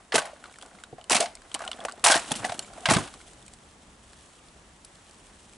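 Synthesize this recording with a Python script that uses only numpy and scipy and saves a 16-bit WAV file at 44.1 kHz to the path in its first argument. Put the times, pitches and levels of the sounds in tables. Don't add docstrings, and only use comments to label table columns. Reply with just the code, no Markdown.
import sys
import numpy as np
from scipy import signal
from scipy.fft import rfft, irfft
from scipy.io import wavfile
from scipy.ndimage import uniform_filter1d

SR = 44100
rng = np.random.default_rng(int(sys.argv[2]) if len(sys.argv) > 2 else 0)


def dump_mix(stems):
    frames = np.atleast_2d(stems).T
    limited = np.clip(frames, -1, 1)
    pcm = np.round(limited * 32767).astype(np.int16)
    wavfile.write(sys.argv[1], SR, pcm)


def convert_level_to_amplitude(level_db):
    exponent = np.asarray(level_db, float) / 20
    return 10 ** exponent


N = 245627

# f/Hz, density/dB per Hz
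AIR_SPECTRUM = [(15, -39), (25, -1.5), (64, 2), (110, -6.5), (165, -4.5), (505, -10), (1140, -11),
                (1510, -15.5), (1760, -14), (2210, -17.5), (4510, -22.5), (8100, -21), (11000, -28.5),
                (14300, -49), (22000, -120)]
# f/Hz, side minus mid/dB
AIR_WIDTH = [(60, -30), (110, -15), (190, -16.5), (350, -9.5), (630, -6), (1120, -3.5), (2020, -3),
             (3630, -2.5), (6530, -5), (11700, -9)]
# f/Hz, width/Hz, level/dB
GENERATOR_MODES = [(64.4, 6, -67), (94, 65, -69), (130, 9.9, -74), (211, 76, -65)]
# t/s, hiss level/dB, drone level/dB
BACKGROUND_GAIN = [(0, -5, -17), (.5, -5, -14), (1.0, -3, -4), (2.0, -1.5, -24), (2.7, 0.5, -11),
                   (3.3, -0.5, 0.5), (3.9, -2, 4.5), (4.401, -1, -10), (5.57, -1.5, 3)]
# t/s, level/dB
CLOTH_MOTION = [(0, -49.5), (.06, -56), (.28, -51), (.76, -49.5), (1.01, -62.5), (1.21, -35), (1.33, -59),
                (1.5, -50.5), (1.7, -43.5), (1.95, -49), (2.45, -36.5), (2.75, -49), (2.93, -32),
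                (3.19, -51), (3.85, -60), (4.25, -55), (4.65, -62), (5.1, -55)]
# t/s, bright minus dull/dB
SLING_RUB = [(1.4, 2), (1.65, 4), (1.8, -7), (2.2, 8), (3.0, 3), (3.3, 13)]

# f/Hz, width/Hz, level/dB
GROUND_MODES = [(110, 68, -7), (155, 61, -2.5), (257, 157, 2), (426, 180, -3)]
STOCK_MODES = [(600, 214, 2), (684, 58, 6.5), (766, 94, 1), (865, 68, 1.5)]
PALM_MODES = [(1020, 500, -1.5), (1530, 335, -2), (1782, 694, -5)]
CRACK_MODES = [(2240, 1400, -4.5), (3000, 1030, -1.5), (4180, 1480, -4.5)]
RATTLE_MODES = [(5270, 2040, -4.5), (7530, 2450, 1), (8050, 1830, 5), (10600, 5200, -9)]
SWIVEL_MODES = [(4600, 1300, 2.5), (5900, 1300, -5), (7770, 1180, 8), (9750, 3700, -4.5)]
SNAP_MODES = [(4700, 2800, -2.5), (7850, 2300, 1), (10100, 3400, 1.5)]

# t/s, level/dB, f/Hz, sizzle relative level/dB
GEAR_TICKS = [(0.44, -24.5, 1450, -17), (0.4561, -24, 1220, -40), (0.497, -34, 1460, -30),
              (.5582, -32, 1790, -16), (0.5859, -30, 1370, -9.5), (0.661, -35, 1460, -8),
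              (0.7502, -33, 1400, -27.5), (0.8003, -36, 1300, -11), (0.8368, -24, 1500, -10),
              (1.419, -31, 1580, -14), (1.592, -27, 1240, -7), (1.65, -29, 1370, -5.5),
              (1.7903, -33, 1450, -22), (1.895, -24.5, 1435, -15), (1.922, -34.5, 1560, 2.5),
              (1.995, -33.5, 1200, -10), (2.735, -31, 1446, -11), (3.1393, -27, 1170, -9.5),
              (3.203, -33.5, 1450, -19), (3.29, -41, 1900, -7), (3.333, -38.5, 1660, -4),
              (3.536, -39.5, 1900, 2), (4.1322, -34.5, 1680, -12),
              (.5407, -32.5, 2270, -27), (0.613, -29.5, 3130, -12), (.624, -27, 3370, -7),
               (.7863, -32, 2100, -27), (1.0123, -29.5, 3000, -18), (1.041, -32, 3010, -8),
               (1.3524, -35.5, 2110, 4), (1.371, -33, 2200, -28), (1.516, -25.5, 3160, -19),
               (1.5425, -20.5, 2970, 1), (1.5473, -14.5, 3050, -4.5), (1.6771, -15, 3000, -15.5),
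               (1.715, -14, 2970, -13.5), (1.7307, -20, 3400, -25), (1.8037, -24.5, 3350, -18),
               (1.9127, -28, 2900, -14), (2.34, -19.5, 2960, -14), (2.592, -16, 3000, -5.5),
               (2.6247, -32, 3100, -6), (2.646, -29.5, 2260, -24), (3.213, -33.5, 2170, -14),
               (3.426, -36.5, 3510, -8), (3.463, -39, 3180, -3), (3.4803, -33.5, 2420, -3.5),
               (4.3894, -41, 2830, -16), (4.4842, -40.5, 3460, -6), (4.9555, -39.5, 3400, -7),
               (5.534, -39, 2450, -5)]
# t/s, level/dB, f/Hz, T60/s
STOCK_RINGS = [(0.1532, -22, 880, 0.038), (0.1552, -18, 661, 0.034), (0.229, -36, 690, 0.038),
               (0.2958, -40, 735, 0.022), (0.3317, -35, 593, 0.022), (0.9284, -36.5, 730, 0.02),
               (0.9823, -38.5, 720, 0.032), (1.1509, -17, 703, 0.028), (1.1728, -26, 716, 0.02),
               (1.2068, -21.5, 665, 0.11), (1.2197, -16, 667, 0.019), (1.2377, -31, 703, 0.09),
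               (1.554, -30, 802, 0.024), (1.6039, -33, 674, 0.031), (1.6198, -30, 670, 0.025),
               (1.6378, -32, 800, 0.02), (1.6617, -37.5, 753, 0.057), (1.6887, -32.5, 653, 0.024),
               (1.7615, -40, 700, 0.022), (1.7914, -37, 713, 0.022), (1.8114, -35, 680, 0.022),
               (1.8323, -43, 660, 0.045), (1.8503, -25, 727, 0.016), (1.9361, -39.5, 670, 0.022),
               (2.0419, -25, 722, 0.17), (2.0588, -18, 730, 0.017), (2.0608, -14, 974, 0.016),
               (2.0748, -15, 864, 0.027), (2.0977, -18, 616, 0.024), (2.0997, -26, 842, 0.13),
               (2.1107, -15, 794, 0.022), (2.1317, -28, 875, 0.02), (2.1466, -23, 640, 0.021),
               (2.1476, -22, 824, 0.025), (2.1596, -24.5, 686, 0.059), (2.2953, -44, 690, 0.052),
               (2.3162, -25.5, 876, 0.017), (2.4459, -22, 737, 0.038), (2.4779, -42, 704, 0.067),
               (2.4958, -28, 767, 0.023), (2.5208, -20, 693, 0.021), (2.7792, -32.5, 653, 0.022),
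               (2.8321, -41.5, 724, 0.15), (2.868, -24, 646, 0.031), (2.8849, -26, 817, 0.022),
               (2.9019, -22, 860, 0.027), (2.9109, -15.5, 660, 0.034), (2.9658, -24.5, 690, 0.024),
               (2.9777, -28, 680, 0.022), (3.278, -48, 700, .03), (3.405, -55, 720, .03),
               (3.53, -51, 726, 0.033)]
# t/s, level/dB, f/Hz, T60/s
MAGAZINE_RINGS = [(0.1202, -25, 1700, 0.022), (0.1222, -27, 1990, 0.02), (0.1532, -20.5, 2050, 0.025),
                  (0.1641, -22.5, 1264, 0.023), (0.1791, -24, 1990, 0.019), (0.1791, -21, 1530, 0.039),
                  (0.1801, -29, 1127, 0.066), (1.109, -23.5, 1106, 0.022), (1.1439, -24, 1150, 0.02),
                  (1.561, -29.5, 1110, 0.016), (1.6069, -32, 1190, 0.02), (1.6388, -37, 1560, 0.018),
                  (1.6488, -40, 1400, 0.036), (1.8842, -33, 1155, 0.03), (1.8852, -31.5, 1493, 0.02),
                  (2.0399, -21, 1170, 0.015), (2.0648, -15, 1574, 0.024), (2.1047, -15, 1590, 0.02),
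                  (2.1207, -17, 1518, 0.035), (2.1396, -20.5, 1617, 0.04), (2.1506, -22, 1063, 0.027),
                  (2.1526, -23, 1830, 0.022), (2.1566, -22, 1580, 0.02), (2.1726, -22.5, 1850, 0.02),
                  (2.1736, -27, 1530, 0.023), (2.4439, -27, 1724, 0.039), (2.4439, -23.5, 1954, 0.021),
                  (2.4859, -32, 1550, 0.018), (2.855, -21, 2270, 0.018), (2.855, -21, 1584, 0.032),
                  (2.859, -22.5, 1197, 0.022), (2.8859, -20, 2080, 0.023), (2.9009, -23, 1100, 0.034),
                  (2.9009, -17.5, 1870, 0.021), (2.9338, -22, 1630, 0.017), (2.9358, -18, 1150, 0.02),
                  (2.9648, -25, 1537, 0.033), (2.9678, -23, 1230, 0.022), (2.9827, -26, 1060, 0.022)]
# t/s, level/dB, f/Hz, T60/s
CLINKS = [(.1561, -23, 3200, 0.028), (.8367, -40.5, 3790, 0.018), (1.116, -22, 2850, .02),
          (2.0419, -30, 2700, .022), (2.0439, -31, 3290, 0.021), (2.0798, -21, 2650, .022),
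          (2.1177, -18, 3380, 0.024), (2.1287, -19, 3320, .02), (2.3162, -25, 3420, .022),
          (2.524, -42, 8060, .02), (2.624, -42, 7260, .05), (2.855, -27, 2880, .02),
          (1.117, -21, 720, 0.022), (1.127, -26, 630, .02), (1.226, -17.5, 690, .024),
          (1.594, -38, 1640, .02), (2.592, -27, 4320, .015), (1.8495, -28, 1010, .012),
          (2.594, -43, 645, .025), (2.679, -43.5, 1350, .02), (2.709, -45, 670, .02),
          (2.728, -44.5, 680, .035), (2.194, -36, 8070, .02)]
# t/s, level/dB, T60/s
METAL_SNAPS = [(.1575, -18.5, 0.052), (.255, -39.5, 0.046), (1.106, -14, .012), (1.543, -21, .01),
               (1.839, -39, .015), (2.0408, -12, 0.032), (2.194, -32, .02), (2.3182, -20.5, .02),
               (2.358, -32.5, 0.085), (2.592, -23, 0.0098), (2.936, -22, 0.017), (4.8474, -35.5, 0.023),
               (5.1098, -41.5, .01)]
# t/s, level/dB, f/Hz, T60/s, left minus right/dB
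BOOT_THUDS = [(.161, -28, 183, 0.054, 1), (0.743, -48, 196, 0.14, 0.0), (0.927, -32, 142, 0.044, -0.5),
              (1.123, -23, 238, .04, -1), (1.151, -18, 228, 0.04, -3), (1.26, -42, 240, 0.048, 3),
              (2.315, -26, 170, 0.071, -1), (2.357, -33, 220, 0.076, -1), (2.4, -35.5, 110, 0.093, 0),
              (2.443, -23.5, 237, 0.03, -6), (2.493, -34, 113, 0.063, -1), (2.885, -16, 149, 0.06, 1),
              (2.92, -19, 114, .07, 1), (2.943, -23, 130, 0.052, 0), (2.9625, -4.5, 159, 0.03, -13),
              (2.983, -22, 127, 0.037, 4), (3.002, -25, 124, 0.053, -6), (3.018, -38, 155, 0.11, 3),
              (2.995, -27.5, 109, 0.11, -4.5), (2.05, -38, 109, 0.08, -2)]
# t/s, level/dB, f/Hz, T60/s, left minus right/dB
BUTT_THUDS = [(0.141, -14, 454, 0.032, 2), (0.146, -20.5, 520, 0.033, -12), (0.155, -23, 446, 0.047, -5),
              (0.179, -23.5, 457, 0.035, 1), (0.928, -32, 463, 0.029, 0.5), (1.112, -15.5, 400, 0.02, -3),
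              (1.201, -23.5, 428, 0.049, 4), (1.546, -33.5, 294, 0.04, -0.5),
              (1.848, -33, 520, 0.027, -0.5), (2.038, -29.5, 354, 0.043, -0.5),
              (2.099, -23, 308, 0.038, -4), (2.156, -18, 308, 0.029, 1), (2.315, -25, 236, 0.054, 1),
              (2.908, -16, 302, 0.024, -18), (2.913, -10.5, 267, 0.038, -7), (2.939, -31, 440, 0.04, -3)]

# t/s, crack level/dB, stock relative level/dB, T60/s
GUARD_SLAPS = [(.1464, -15.5, -7, 0.051), (.1534, -12, -12, 0.046), (.1564, -8.5, -18, 0.046),
               (1.097, -15.5, -6, 0.037), (1.1134, -13, -6, 0.043), (1.1178, -8.5, -28, 0.057),
               (1.1268, -11, -2.5, 0.066), (1.154, -14, -10, 0.098), (1.1655, -7.5, -30, 0.03),
               (1.1834, -27, -4, 0.055), (1.202, -11.5, -11, .02), (1.2045, -14, -13, 0.081),
               (2.0444, -10, -10, 0.08), (2.0514, -12, -18, 0.14), (2.0772, -13.5, -4, 0.11),
               (2.0844, -13.5, 1, .08), (2.1094, -19, -8.5, 0.055), (2.1174, -8.5, -4.5, 0.08),
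               (2.15, -13.5, -19, 0.062), (2.1574, -19, -10, .054), (2.194, -28, -14, 0.039),
               (2.2194, -34, -5, .026), (2.3078, -25.5, 3.5, 0.067), (2.3162, -14, -22, 0.036),
               (2.3522, -27.5, -19, 0.16), (2.898, -12, -14, 0.07)]
PALM_SLAPS = [(.1409, -15.5, -11, 0.048), (.179, -15.5, -4, 0.095), (1.1057, -12, -27, 0.046),
              (1.1334, -19, 4, .06), (1.1448, -13.5, -3.5, 0.097), (1.222, -24.5, 3.5, 0.12),
              (1.8499, -20.5, 3.5, 0.029), (2.0401, -14, -20, 0.048), (2.0618, -11.5, 1.5, 0.066),
              (2.0668, -11.5, -22, 0.1), (2.0984, -13, -15, 0.26), (2.164, -20, -2, 0.052),
              (2.174, -17.5, -12, 0.026), (2.4484, -21.5, 1.5, 0.051), (2.5197, -24, -2, 0.037),
              (2.9066, -14, 0, 0.093), (2.9164, -16, -10, 0.1), (2.9355, -13.5, -15, 0.06),
              (2.9657, -17.5, -13, 0.051), (2.9834, -26, -15, 0.093)]
TIGHT_GRIPS = [(.1212, -23, -5, 0.23), (1.175, -19, -10, 0.044), (1.258, -22, -5, 0.039),
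               (1.5456, -21.5, -11, 0.056), (2.1071, -17, -11, .082), (2.1406, -11.5, -4, 0.054),
               (2.4945, -23.5, 2, 0.051), (2.856, -12, -19, 0.083), (2.3165, -19, -20, 0.02),
               (2.8862, -14.5, -0.5, 0.084), (2.9454, -17.5, -8, 0.12), (3.0394, -37, -9, 0.18),
               (3.075, -31, -27, 0.046), (2.4438, -17.5, -9, .032)]
REGRIPS = [(.217, -34.5, 10.5, 0.068), (.2512, -34.5, 4, 0.13), (.9816, -49.5, 14.5, 0.092),
           (1.5557, -37, 0.5, 0.033), (1.6042, -35, 2, .051), (1.6175, -35, 2, 0.078),
           (1.6382, -39, -5, 0.061), (1.6628, -42.5, 3, 0.068), (1.81, -47.5, 13.5, 0.21),
           (1.8834, -33.5, -14, 0.049), (2.7746, -45.5, 10, 0.089), (3.0044, -35, -16, 0.12) ]
# palm level/dB, rattle level/dB
GUARD_MIX, PALM_MIX = (-8.5, -8.5), (-2, -7)
TIGHT_MIX, REGRIP_MIX = (-3.5, -18), (4.2, -11)

AIR_DB = -52.5
TICK_T60_S, TICK_RING_DB, TICK_MUFFLE_PER_DB = 0.018, -6.5, -0.14
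PORT_LAG_RAD, PORT_HZ = 0.56, 600
TOP_HZ = 11000
LEFT_RIGHT = np.array([[1], [-1]])


def level(x, db):
    return x * convert_level_to_amplitude(db) / np.sqrt(np.mean(x ** 2))


def ring(x, hz, width):
    return signal.lfilter(*signal.iirpeak(hz, hz / width, fs=SR), x)


def wander(hold, smooth):
    steps = np.repeat(rng.standard_normal(N // hold + 1), hold)
    return uniform_filter1d(steps, smooth)[:N]


def body(modes, drive, side_db, grit_db=0., snap_db=-90.):
    grit = np.repeat(rng.standard_normal(N // 40 + 1), 40)[:N]
    noise = rng.standard_normal((2, N)) * convert_level_to_amplitude(grit_db * grit)
    contact = np.maximum(np.diff(drive, 2, prepend=[0, 0]), 0)
    force = noise * drive
    force[0] += convert_level_to_amplitude(snap_db) * contact
    push = np.vstack([force, noise[:1]])
    total = 0
    for k, (hz, width, db) in enumerate(modes):
        mode = ring(ring(push, hz, 2 * width), hz, width)
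        total = total + (-1) ** k * convert_level_to_amplitude(db) * mode
    mid, side, steady = total
    return (mid + convert_level_to_amplitude(side_db) * side * LEFT_RIGHT) / steady.std()


def blows(times, dbs, t60s, rise, tail_db):
    power, t = np.zeros(N + SR), np.arange(SR // 2) / SR
    for s, db, t60 in zip(times, dbs, t60s):
        t60 = max(t60, .005)
        fall = convert_level_to_amplitude(-120 * t / t60) + convert_level_to_amplitude(2 * tail_db - 120 * t / (3.9 * t60))
        start = int(s * SR)
        power[start:start + len(t)] += convert_level_to_amplitude(2 * db) * fall * np.minimum(t / rise, 1) ** 2
    return np.sqrt(power[:N])


def knocks(times, dbs, hzs, t60s, pan_dbs, rise):
    out, t = np.zeros((2, N + SR)), np.arange(SR // 4) / SR
    for s, db, hz, t60, pan_db in zip(times, dbs, hzs, t60s, pan_dbs):
        envelope = convert_level_to_amplitude(db - 60 * t / max(t60, .005)) * np.minimum(t / rise, 1)
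        tone = np.sin(2 * np.pi * hz * t) * envelope
        start = int(s * SR)
        out[:, start:start + len(t)] += tone * convert_level_to_amplitude(pan_db / 2 * LEFT_RIGHT)
    return out[:, :N]


def outdoor_hiss():
    log_f = np.log(np.maximum(np.fft.rfftfreq(N, 1 / SR), 1))
    hz, db = np.transpose(AIR_SPECTRUM)
    colour = convert_level_to_amplitude(np.interp(log_f, np.log(hz), db))
    hz, db = np.transpose(AIR_WIDTH)
    apart = convert_level_to_amplitude(np.interp(log_f, np.log(hz), db))
    mid, side = irfft(rfft(rng.standard_normal((2, N))) * colour * np.array([np.ones_like(apart), apart]), N)
    return level(mid + side * LEFT_RIGHT, AIR_DB) * convert_level_to_amplitude(0.74 * wander(3000, 3000))


def generator():
    drone = sum(level(ring(rng.standard_normal(N), hz, w), db) for hz, w, db in GENERATOR_MODES)
    return drone * convert_level_to_amplitude(4.5 * wander(6000, 6000))


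def air():
    s, hiss_db, drone_db = np.transpose(BACKGROUND_GAIN)
    t = np.arange(N) / SR
    hiss = outdoor_hiss() * convert_level_to_amplitude(np.interp(t, s, hiss_db))
    return hiss + generator() * convert_level_to_amplitude(np.interp(t, s, drone_db))


def rustle():
    t = np.arange(N) / SR
    busy_db = np.interp(t, *np.transpose(CLOTH_MOTION))
    bright_db = np.interp(t, *np.transpose(SLING_RUB))
    dull_drive = convert_level_to_amplitude(busy_db - bright_db / 2 + 3.64 * wander(500, 400) - 3.5)
    bright_drive = convert_level_to_amplitude(busy_db + bright_db / 2 + 2.67 * wander(500, 400) - 10.5)
    dull = body(GROUND_MODES[2:] + STOCK_MODES + PALM_MODES, dull_drive, -19.0, grit_db=4.5)
    bright = body(CRACK_MODES[1:] + RATTLE_MODES, bright_drive, -9.5, grit_db=3.5)
    return dull + bright


def ticks():
    s, db, hz, sizzle_db = np.transpose(GEAR_TICKS)
    t60 = np.full(len(s), TICK_T60_S)
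    ring_db = TICK_RING_DB + TICK_MUFFLE_PER_DB * (-15 - db)
    pan_db = 3.1 * rng.standard_normal(len(s))
    tones = knocks(s, db + ring_db, hz, 0.99 * t60, pan_db, 0.00039)
    click_drive = blows(s, db - 16.0, 0.93 * t60, 0.0005, -9.5)
    click = body(PALM_MODES + CRACK_MODES, click_drive, -12.5, snap_db=34)
    sizzle_drive = blows(s, db + sizzle_db + 0.28, 0.51 * t60, .0003, -12.0)
    sizzle = body(SWIVEL_MODES, sizzle_drive, -12.0, snap_db=29.5)
    return tones + click + sizzle


def snaps():
    s, db, t60 = np.transpose(METAL_SNAPS)
    return body(SNAP_MODES, blows(s, db, t60, 0.00024, -20), -14, snap_db=23)


def clear_rings():
    out = 0
    for table, boost_db, rise in ((STOCK_RINGS, 6.0, .003), (MAGAZINE_RINGS, 6.0, .003), (CLINKS, 5.0, .002)):
        s, db, hz, t60 = np.transpose(table)
        pan_db = 2.1 * rng.standard_normal(len(s))
        out = out + knocks(s, db + boost_db, hz, 1.47 * np.minimum(t60, .075), pan_db, rise)
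    return out


def thuds():
    out = 0
    for table, rise in ((BOOT_THUDS, .006), (BUTT_THUDS, .002)):
        s, db, hz, t60, pan_db = np.transpose(table)
        out = out + knocks(s, db + 3, hz, t60, np.clip(pan_db, -4, 4), rise)
        out = out + body(GROUND_MODES, blows(s, db - 13, 1.36 * t60, rise, -8.0), -9.0)
    return out


def slaps():
    kinds = ((GUARD_SLAPS, GUARD_MIX), (PALM_SLAPS, PALM_MIX), (TIGHT_GRIPS, TIGHT_MIX), (REGRIPS, REGRIP_MIX))
    rows = [tuple(row) + mix for table, mix in kinds for row in table]
    s, db, stock_db, t60, palm_db, rattle_db = np.transpose(rows)
    crack_drive = blows(s, db - 9, 0.87 * t60, 0.0004, -15.5)
    rattle_drive = blows(s, db + rattle_db + 1.5, 0.88 * t60, 0.001, -20.0)
    palm_drive = blows(s, db + palm_db - 4.0, 0.83 * t60, 0.00093, -14.5)
    stock_drive = blows(s, db + stock_db - 9.5, 0.79 * t60, 0.00055, -7.5)
    crack = body(CRACK_MODES, crack_drive, -10.5, grit_db=3.5, snap_db=38.5)
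    rattle = body(RATTLE_MODES, rattle_drive, -12.0, grit_db=3.5, snap_db=26)
    palm = body(PALM_MODES, palm_drive, -12.0, grit_db=3.0, snap_db=46.5)
    stock = body(STOCK_MODES, stock_drive, -11.5, grit_db=4.0, snap_db=50.0)
    return crack + rattle + palm + stock


def scene():
    squad = slaps() + thuds() + ticks() + rustle() + clear_rings() + snaps()
    hz = np.fft.rfftfreq(N, 1 / SR)
    lag = PORT_LAG_RAD / (1 + (hz / PORT_HZ) ** 2)
    return irfft(rfft(squad) * np.exp(-.5j * lag * LEFT_RIGHT), N) + air()


def band_limit(x):
    return signal.sosfilt(signal.butter(12, 12330, fs=SR, output="sos"), x)


def record(dry):
    rounded = np.tanh(0.56 * dry) / 0.65
    top_cut = signal.ellip(12, .3, 70, TOP_HZ, fs=SR, output="sos")
    mix = signal.sosfilt(top_cut, rounded)
    return band_limit(mix)


dry = scene()
out = record(dry)
dump_mix(out)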